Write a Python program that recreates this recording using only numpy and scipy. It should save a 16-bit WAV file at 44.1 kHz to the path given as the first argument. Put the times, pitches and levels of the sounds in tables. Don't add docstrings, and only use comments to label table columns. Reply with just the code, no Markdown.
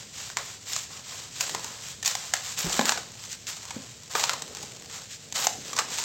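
import sys
import numpy as np
from scipy import signal
from scipy.fft import rfft, irfft
from scipy.io import wavfile

SR = 44100
rng = np.random.default_rng(int(sys.argv[2]) if len(sys.argv) > 2 else 0)


def int16_out(signal):
    q = np.round(np.clip(np.atleast_2d(signal).T, -1, 1) * 32767)
    wavfile.write(sys.argv[1], SR, q.astype(np.int16))


N = 266364
TIME = np.arange(N) / SR

# start and length in seconds, relative hiss level in dB,
# grit offset from that level in dB.
RUBS = [(-0.1, 0.19, -43, -3.5), (0.125, 0.25, -40, -7.5), (0.41, 0.2, -43.5, -8.5),
        (0.653, 0.24, -35.5, -10), (0.878, 0.2, -44.5, -2), (1.038, 0.3, -41, -5),
        (1.313, 0.4, -38.5, -10.5), (1.588, 0.28, -42.5, -2.5), (1.795, 0.2, -40.5, -8),
        (2.123, 0.34, -42, -5), (2.416, 0.19, -37, -8), (2.613, 0.35, -33, -1.5), (3.168, 0.18, -45, -7),
        (3.288, 0.084, -38.5, -22), (3.573, 0.42, -47, -1), (4.435, 0.44, -46.5, -3.5),
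        (4.887, 0.19, -41.5, -3.5), (5.089, 0.1, -42.5, -32), (5.605, 0.25, -41.5, -5.5),
        (5.872, 0.42, -34.5, -6)]
# start and hold in seconds, then hiss and grit as for the rubs.
SPILLS = [(0.361, 0.029, -38, 3), (1.389, 0.032, -35, -2), (1.526, 0.036, -49.5, 14),
          (2.039, 0.072, -31.5, -7), (2.331, 0.035, -36, -2.5), (2.567, 0.037, -30.5, -8),
          (2.841, 0.066, -31.5, 2.5), (3.469, 0.015, -31.5, -9), (4.093, 0.034, -40, -3.5),
          (4.141, 0.105, -31, -0.5), (4.281, 0.021, -38, 7), (5.339, 0.11, -30.5, -4),
          (5.761, 0.044, -38.5, 6.5)]
# time in seconds, share of large grains 0-1.
GRIT_SHARE = [(0, 0), (1.3, 0.11), (2.5, 0.3), (2.8, 0.55), (3.5, 0.27), (4.2, 0.52), (4.7, 0.63),
              (5.1, 0.16), (6, 0.45)]
# start and length in seconds, relative level in dB.
SHIFTS = [(1.352, 0.49, -52), (2.57, 0.6, -47.5), (3.676, 0.24, -58), (4.094, 1.14, -52.5),
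          (5.182, 1.4, -52)]
# start in seconds, relative levels of the sharp crack and the hollow
# knock in dB, knock pitch in Hz, decay time of the run of snaps in ms.
CRUMBS = [(0.3012, -36, -39.5, 1550, 0.3), (0.3708, -24, -23.5, 970, 0.63), (0.7337, -23.5, -35, 950, 0.62),
          (0.7637, -22, -34, 1190, 1.7), (1.4088, -16.5, -34, 1430, 2.9), (1.4953, -28, -36.5, 1880, 1),
          (1.5489, -23.5, -28.5, 980, 0.13), (1.6452, -29, -35, 920, 0.85), (2.028, -25, -38, 1800, 5.5),
          (2.0493, -26, -45, 1630, 0.25), (2.0598, -14.5, -34.5, 1900, 5.6),
          (2.0777, -17, -30.5, 1780, 1.9), (2.1527, -24, -27, 1010, 1), (2.3377, -15.5, -22, 1773, 2.8),
          (2.7285, -21.5, -36, 1040, 3.7), (2.7932, -26, -19, 824, 2.7), (2.8122, -29, -24, 1010, 1.2),
          (2.8557, -20, -46, 701, 0.62), (2.8938, -14.5, -21, 1620, 0.77), (2.9213, -22.5, -23.5, 940, 1.8),
          (2.9755, -30, -28.5, 1214, 3.7), (3.329, -31, -45, 1490, 3.7), (3.469, -29, -60, 1790, 5.4),
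          (3.6539, -34.5, -49, 990, 0.28), (3.707, -30.5, -34.5, 930, 6.1),
          (4.1522, -21.5, -21.5, 1270, 5.1), (4.1981, -28, -30, 870, 0.89), (4.2395, -16, -25.5, 940, 2.5),
          (4.2951, -19, -23, 1340, 0.3), (4.3342, -28.5, -29.5, 1000, 1.8), (4.4219, -26, -44, 930, 0.91),
          (4.55, -32.5, -45, 855, 0.3), (4.5711, -34, -44.5, 865, 0.33), (4.628, -31, -42, 840, 4.8),
          (5.3247, -26.5, -43.5, 960, 2.3), (5.4441, -26, -33, 840, 1.8), (5.4697, -14.5, -18.5, 896, 1.9),
          (5.7318, -26, -34.5, 1180, 4.6), (5.766, -24.5, -34, 1010, 3.1), (5.7784, -28, -40, 1010, 0.83),
          (5.7885, -16, -19.5, 1280, 9), (5.9854, -22.5, -36, 930, 5.3)]
# start in seconds, relative level in dB, starting pitch in Hz,
# seconds to fade by 60 dB.
LUMPS = [(1.546, -29.5, 427, 0.023), (2.644, -25.5, 171, 0.15), (2.663, -30, 359, 0.11),
         (2.664, -31.5, 58.3, 0.12), (2.7925, -19.5, 241, 0.1), (2.7933, -12, 560, 0.014),
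         (2.844, -26.5, 266, 0.037), (3.764, -21.5, 242, 0.032), (4.152, -26.5, 465, 0.054),
         (5.586, -33, 270, 0.028)]
# frequency in Hz, relative level in dB.
HISS_EQ = [(500, -37), (1500, -9), (2500, -5), (3500, -3.5), (5000, -2.5), (6200, -2), (7400, 1),
           (8200, -6.5), (8800, -13.5), (9500, -37), (10500, -24), (12000, -21.5), (16000, -22.5)]
PATTER_EQ = [(250, -23.5), (400, -7.5), (500, 1), (650, -1), (850, 2.5), (1300, 1.5), (1800, 1.5),
             (2500, -11), (4000, -5), (9000, -59)]
CRACK_EQ = [(400, -23), (1200, -9), (2500, 5.5), (4000, 7.5), (5500, 9.5), (7000, 13.5), (8000, 7.5),
            (8800, -7), (9600, -12), (11500, -10), (16000, -10)]
KNOCK_EQ = [(120, -41), (300, -13.5), (480, -5.5), (750, 6.5), (1300, -0.5), (1800, 3.5), (2600, -5.5),
            (4500, -4.5), (9000, -57)]
THUD_EQ = [(40, -51), (100, -21), (150, -2), (235, -0.5), (320, -4.5), (470, 0.5), (700, -7.5), (2000, -49)]
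RUMBLE_EQ = [(15, -18), (30, -28), (50, -13.5), (75, -5), (110, 1.5), (160, -2.5), (280, -16), (600, -20),
             (2000, -26), (8000, -65)]
# pitch in Hz, width in Hz, level against the direct sound in dB.
BASIN_MODES = [(745, 120, -5.5), (1045, 130, -3), (1272, 55, -1.5)]
# average delay in ms, gain as a factor.
WALL_ECHOES = [(0.846, 0.19), (1.702, 0.18), (2.998, 0.26), (4.201, 0.3)]
# frequency in Hz, seconds to fade by 60 dB.
ROOM_DECAY = [(150, 0.36), (450, 0.37), (800, 0.31), (1200, 0.14), (4000, 0.64), (8000, 0.52),
              (16000, 0.51)]

SIFT_DB, SIFT_GRIT_DB = -50, -13.5


def gain_of(db):
    return 10 ** (np.asarray(db) / 20)


def unit_rms(x):
    return x / np.sqrt(np.mean(x ** 2) + 1e-20)


def curve_at(points, hz):
    freqs, values = np.transpose(points)
    return np.interp(np.log(hz + 1), np.log(freqs + 1), values)


def add(mix, start_s, sound):
    part = mix[max(round(start_s * SR), 0):][:len(sound)]
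    part += sound[:len(part)]


def colour(x, eq, size=4096):
    log_gain = np.log(gain_of(curve_at(eq, abs(np.fft.fftfreq(size, 1 / SR)))))
    pulse = np.fft.ifft(np.exp(np.conj(signal.hilbert(log_gain)))).real[:size // 2]
    return signal.oaconvolve(x, pulse)[:len(x)]


def wander(per_s):
    hz = np.fft.rfftfreq(N, 1 / SR)
    return unit_rms(irfft(rfft(rng.standard_normal(N)) / (1 + (hz / per_s) ** 2), N))


def grains(per_s, spread_db, limit):
    size = gain_of(spread_db * np.minimum(rng.exponential(1, N), limit))
    return unit_rms(size * rng.choice([-1, 1], N) * (rng.random(N) < per_s / SR))


def hand_stroke(start, length, skew=0.66):
    phase = np.clip((TIME - start) / length, 0, 1)
    return abs(np.sin(np.pi * phase ** skew)) ** 1.07


def moving_sand():
    fine, coarse = gain_of(SIFT_DB) ** 2, gain_of(SIFT_DB + SIFT_GRIT_DB) ** 2
    for envelope, rows in (hand_stroke, RUBS), (spill, SPILLS):
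        for start, length, db, grit_db in rows:
            power = (gain_of(db) * envelope(start, length)) ** 2
            fine += power
            coarse += power * gain_of(grit_db) ** 2
    return np.sqrt(fine), np.sqrt(coarse)


def grit_share():
    return np.interp(TIME, *np.transpose(GRIT_SHARE))


def sand_stream(fine, coarse, hiss_db, patter_db, fizz_db):
    clumps = unit_rms(gain_of(1.27 * wander(87) - 0.07 * wander(36)))
    dust = grains(per_s=24000, spread_db=1.5, limit=8.7)
    grit = grains(per_s=1300, spread_db=3.5, limit=3.9)
    share = grit_share()
    contacts = clumps * (np.sqrt(1 - share) * dust + np.sqrt(share) * grit)
    hiss = unit_rms(colour(contacts, HISS_EQ))
    flicker = unit_rms(gain_of(4.4 * wander(19)))
    fizz = flicker * clumps * grains(per_s=5900, spread_db=8, limit=3)
    hiss += gain_of(fizz_db) * unit_rms(fine) * colour(fizz, [(9500, -12), (11500, 3.5)])
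    landings = clumps * grains(per_s=3000, spread_db=0.5, limit=13)
    patter = unit_rms(basin_ring(colour(landings, PATTER_EQ)))
    return gain_of(hiss_db) * hiss * fine + gain_of(patter_db) * patter * coarse


def basin_ring(x):
    return x + sum(gain_of(db) * signal.lfilter(*signal.iirpeak(hz, hz / width, SR), x)
                   for hz, width, db in BASIN_MODES)


def sand_bed(trim_db, rest_db=-61):
    shifting = sum((gain_of(db) * hand_stroke(start, length)) ** 2 for start, length, db in SHIFTS)
    jostle = unit_rms(colour(grains(per_s=900, spread_db=3, limit=3.9), THUD_EQ))
    return gain_of(trim_db) * np.sqrt(gain_of(rest_db) ** 2 + shifting) * jostle


def room_rumble(db):
    return gain_of(db) * unit_rms(colour(rng.standard_normal(N), RUMBLE_EQ))


def room_tail(x, delay_s, treble_db):
    taps = rng.standard_normal(SR // 2) * (rng.random(SR // 2) < .15)
    hz, t, bands = signal.stft(taps, SR, nperseg=256)
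    fade = np.exp(-np.log(1000) * t / curve_at(ROOM_DECAY, hz)[:, None])
    tail = signal.istft(bands * fade, SR, nperseg=256)[1]
    tail = colour(tail / np.linalg.norm(tail), [(1500, 0), (5000, treble_db)])
    out = np.zeros(N)
    add(out, delay_s, signal.oaconvolve(x, tail))
    return out


def crumbs(rows, crack_trim_db, knock_trim_db, ring_db, ring_q, size=2048):
    t, out = np.arange(size) / SR, np.zeros(N)
    hz = np.fft.rfftfreq(size, 1 / SR)
    burst_scale = np.sqrt(.005 * SR / size)
    for start, crack_db, knock_db, pitch, run_ms in rows:
        snapping = rng.random(size) < .14
        heights = 0.95 * np.tanh(rng.standard_normal(size) / 2)
        snaps = snapping * heights * np.exp(-1000 * t / run_ms)
        snaps[0] = -1
        ring = 1 + gain_of(ring_db) / (1 + (2 * ring_q * (hz / pitch - 1)) ** 2)
        crack = gain_of(crack_db + crack_trim_db) * unit_rms(gain_of(curve_at(CRACK_EQ, hz)))
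        knock = gain_of(knock_db + knock_trim_db) * unit_rms(gain_of(curve_at(KNOCK_EQ, hz)) * ring)
        spectrum = np.hypot(crack, knock)
        sound = colour(basin_walls(snaps, spread=.2), np.c_[hz, 20 * np.log10(spectrum)])
        add(out, start, burst_scale * np.sqrt(np.mean(spectrum ** 2)) * unit_rms(sound))
    return out


def basin_walls(x, spread):
    out = x.copy()
    for (delay_ms, gain), place in zip(WALL_ECHOES, rng.uniform(-1, 1, len(WALL_ECHOES))):
        add(out, delay_ms / 1000 * (1 + spread * place), gain * x)
    return out


def spill(start, hold, rise_s=0.018, fall_s=0.034, trickle_db=-3.5, trickle_s=0.078):
    after = np.maximum(TIME - start - hold, 0)
    trickle = gain_of(trickle_db) * np.exp(-after / trickle_s)
    fall = np.maximum(np.exp(-after / fall_s), trickle)
    return np.clip((TIME - start) / rise_s, 0, 1) * fall


def chips(fine, full_grit_per_s=54, over_sift_db=8.5, follow=0.75, centre_hz=1036, tries=600):
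    rows = []
    chance = grit_share() ** 2 * full_grit_per_s * N / SR / tries
    for luck, when, softness, tone in rng.random((tries, 4)):
        at = int(when * N)
        if luck < chance[at]:
            flow_db = 20 * np.log10(fine[at]) - SIFT_DB
            crack_db = SIFT_DB + over_sift_db + follow * flow_db + 2.5 * (1 - 2 * softness)
            rows.append((at / SR, crack_db, crack_db - 14, centre_hz * 2 ** (tone - .5), 1))
    return rows


def lumps(trim_db, roughness, sag):
    t, out = np.arange(SR // 4) / SR, np.zeros(N)
    for start, db, hz, t60 in LUMPS:
        fade = np.exp(-np.log(1000) * t / t60)
        pitch = hz * (1 - sag * np.minimum(t / t60, 1))
        push = fade * np.sin(2 * np.pi * np.cumsum(pitch) / SR)
        push = signal.lfilter(*signal.butter(2, hz / 2, "highpass", fs=SR), push)
        rubble = unit_rms(colour(fade * rng.standard_normal(len(t)), THUD_EQ)) * np.std(push)
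        add(out, start, gain_of(db + trim_db) * (push + roughness * rubble))
    return out


def scene():
    fine, coarse = moving_sand()
    flow = sand_stream(fine, coarse, hiss_db=1.5, patter_db=-3.5, fizz_db=-19.5)
    bed = sand_bed(trim_db=1)
    rumble = room_rumble(db=-54)
    hits = lumps(trim_db=-0.5, roughness=0.33, sag=0.086)
    hits += crumbs(CRUMBS + chips(fine), crack_trim_db=-3, knock_trim_db=1, ring_db=9.5, ring_q=7.6)
    close = flow + hits + bed
    room_send = gain_of(-6.5) * hits + gain_of(-13.5) * flow
    middle = close + room_tail(room_send, delay_s=.012, treble_db=-3.5) + rumble
    air = room_tail(close, delay_s=.001, treble_db=-4.5)
    side = gain_of(-17.5) * colour(air, [(4000, -53), (7500, -58), (10000, 13)])
    return np.array([middle + side, middle - side])


def record(dry):
    lowpass = signal.firwin(511, 16100, window=("kaiser", 9), fs=SR)
    return signal.oaconvolve(np.clip(dry, -1, 1), lowpass[None], "same")


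dry = scene()
out = record(dry)
int16_out(out)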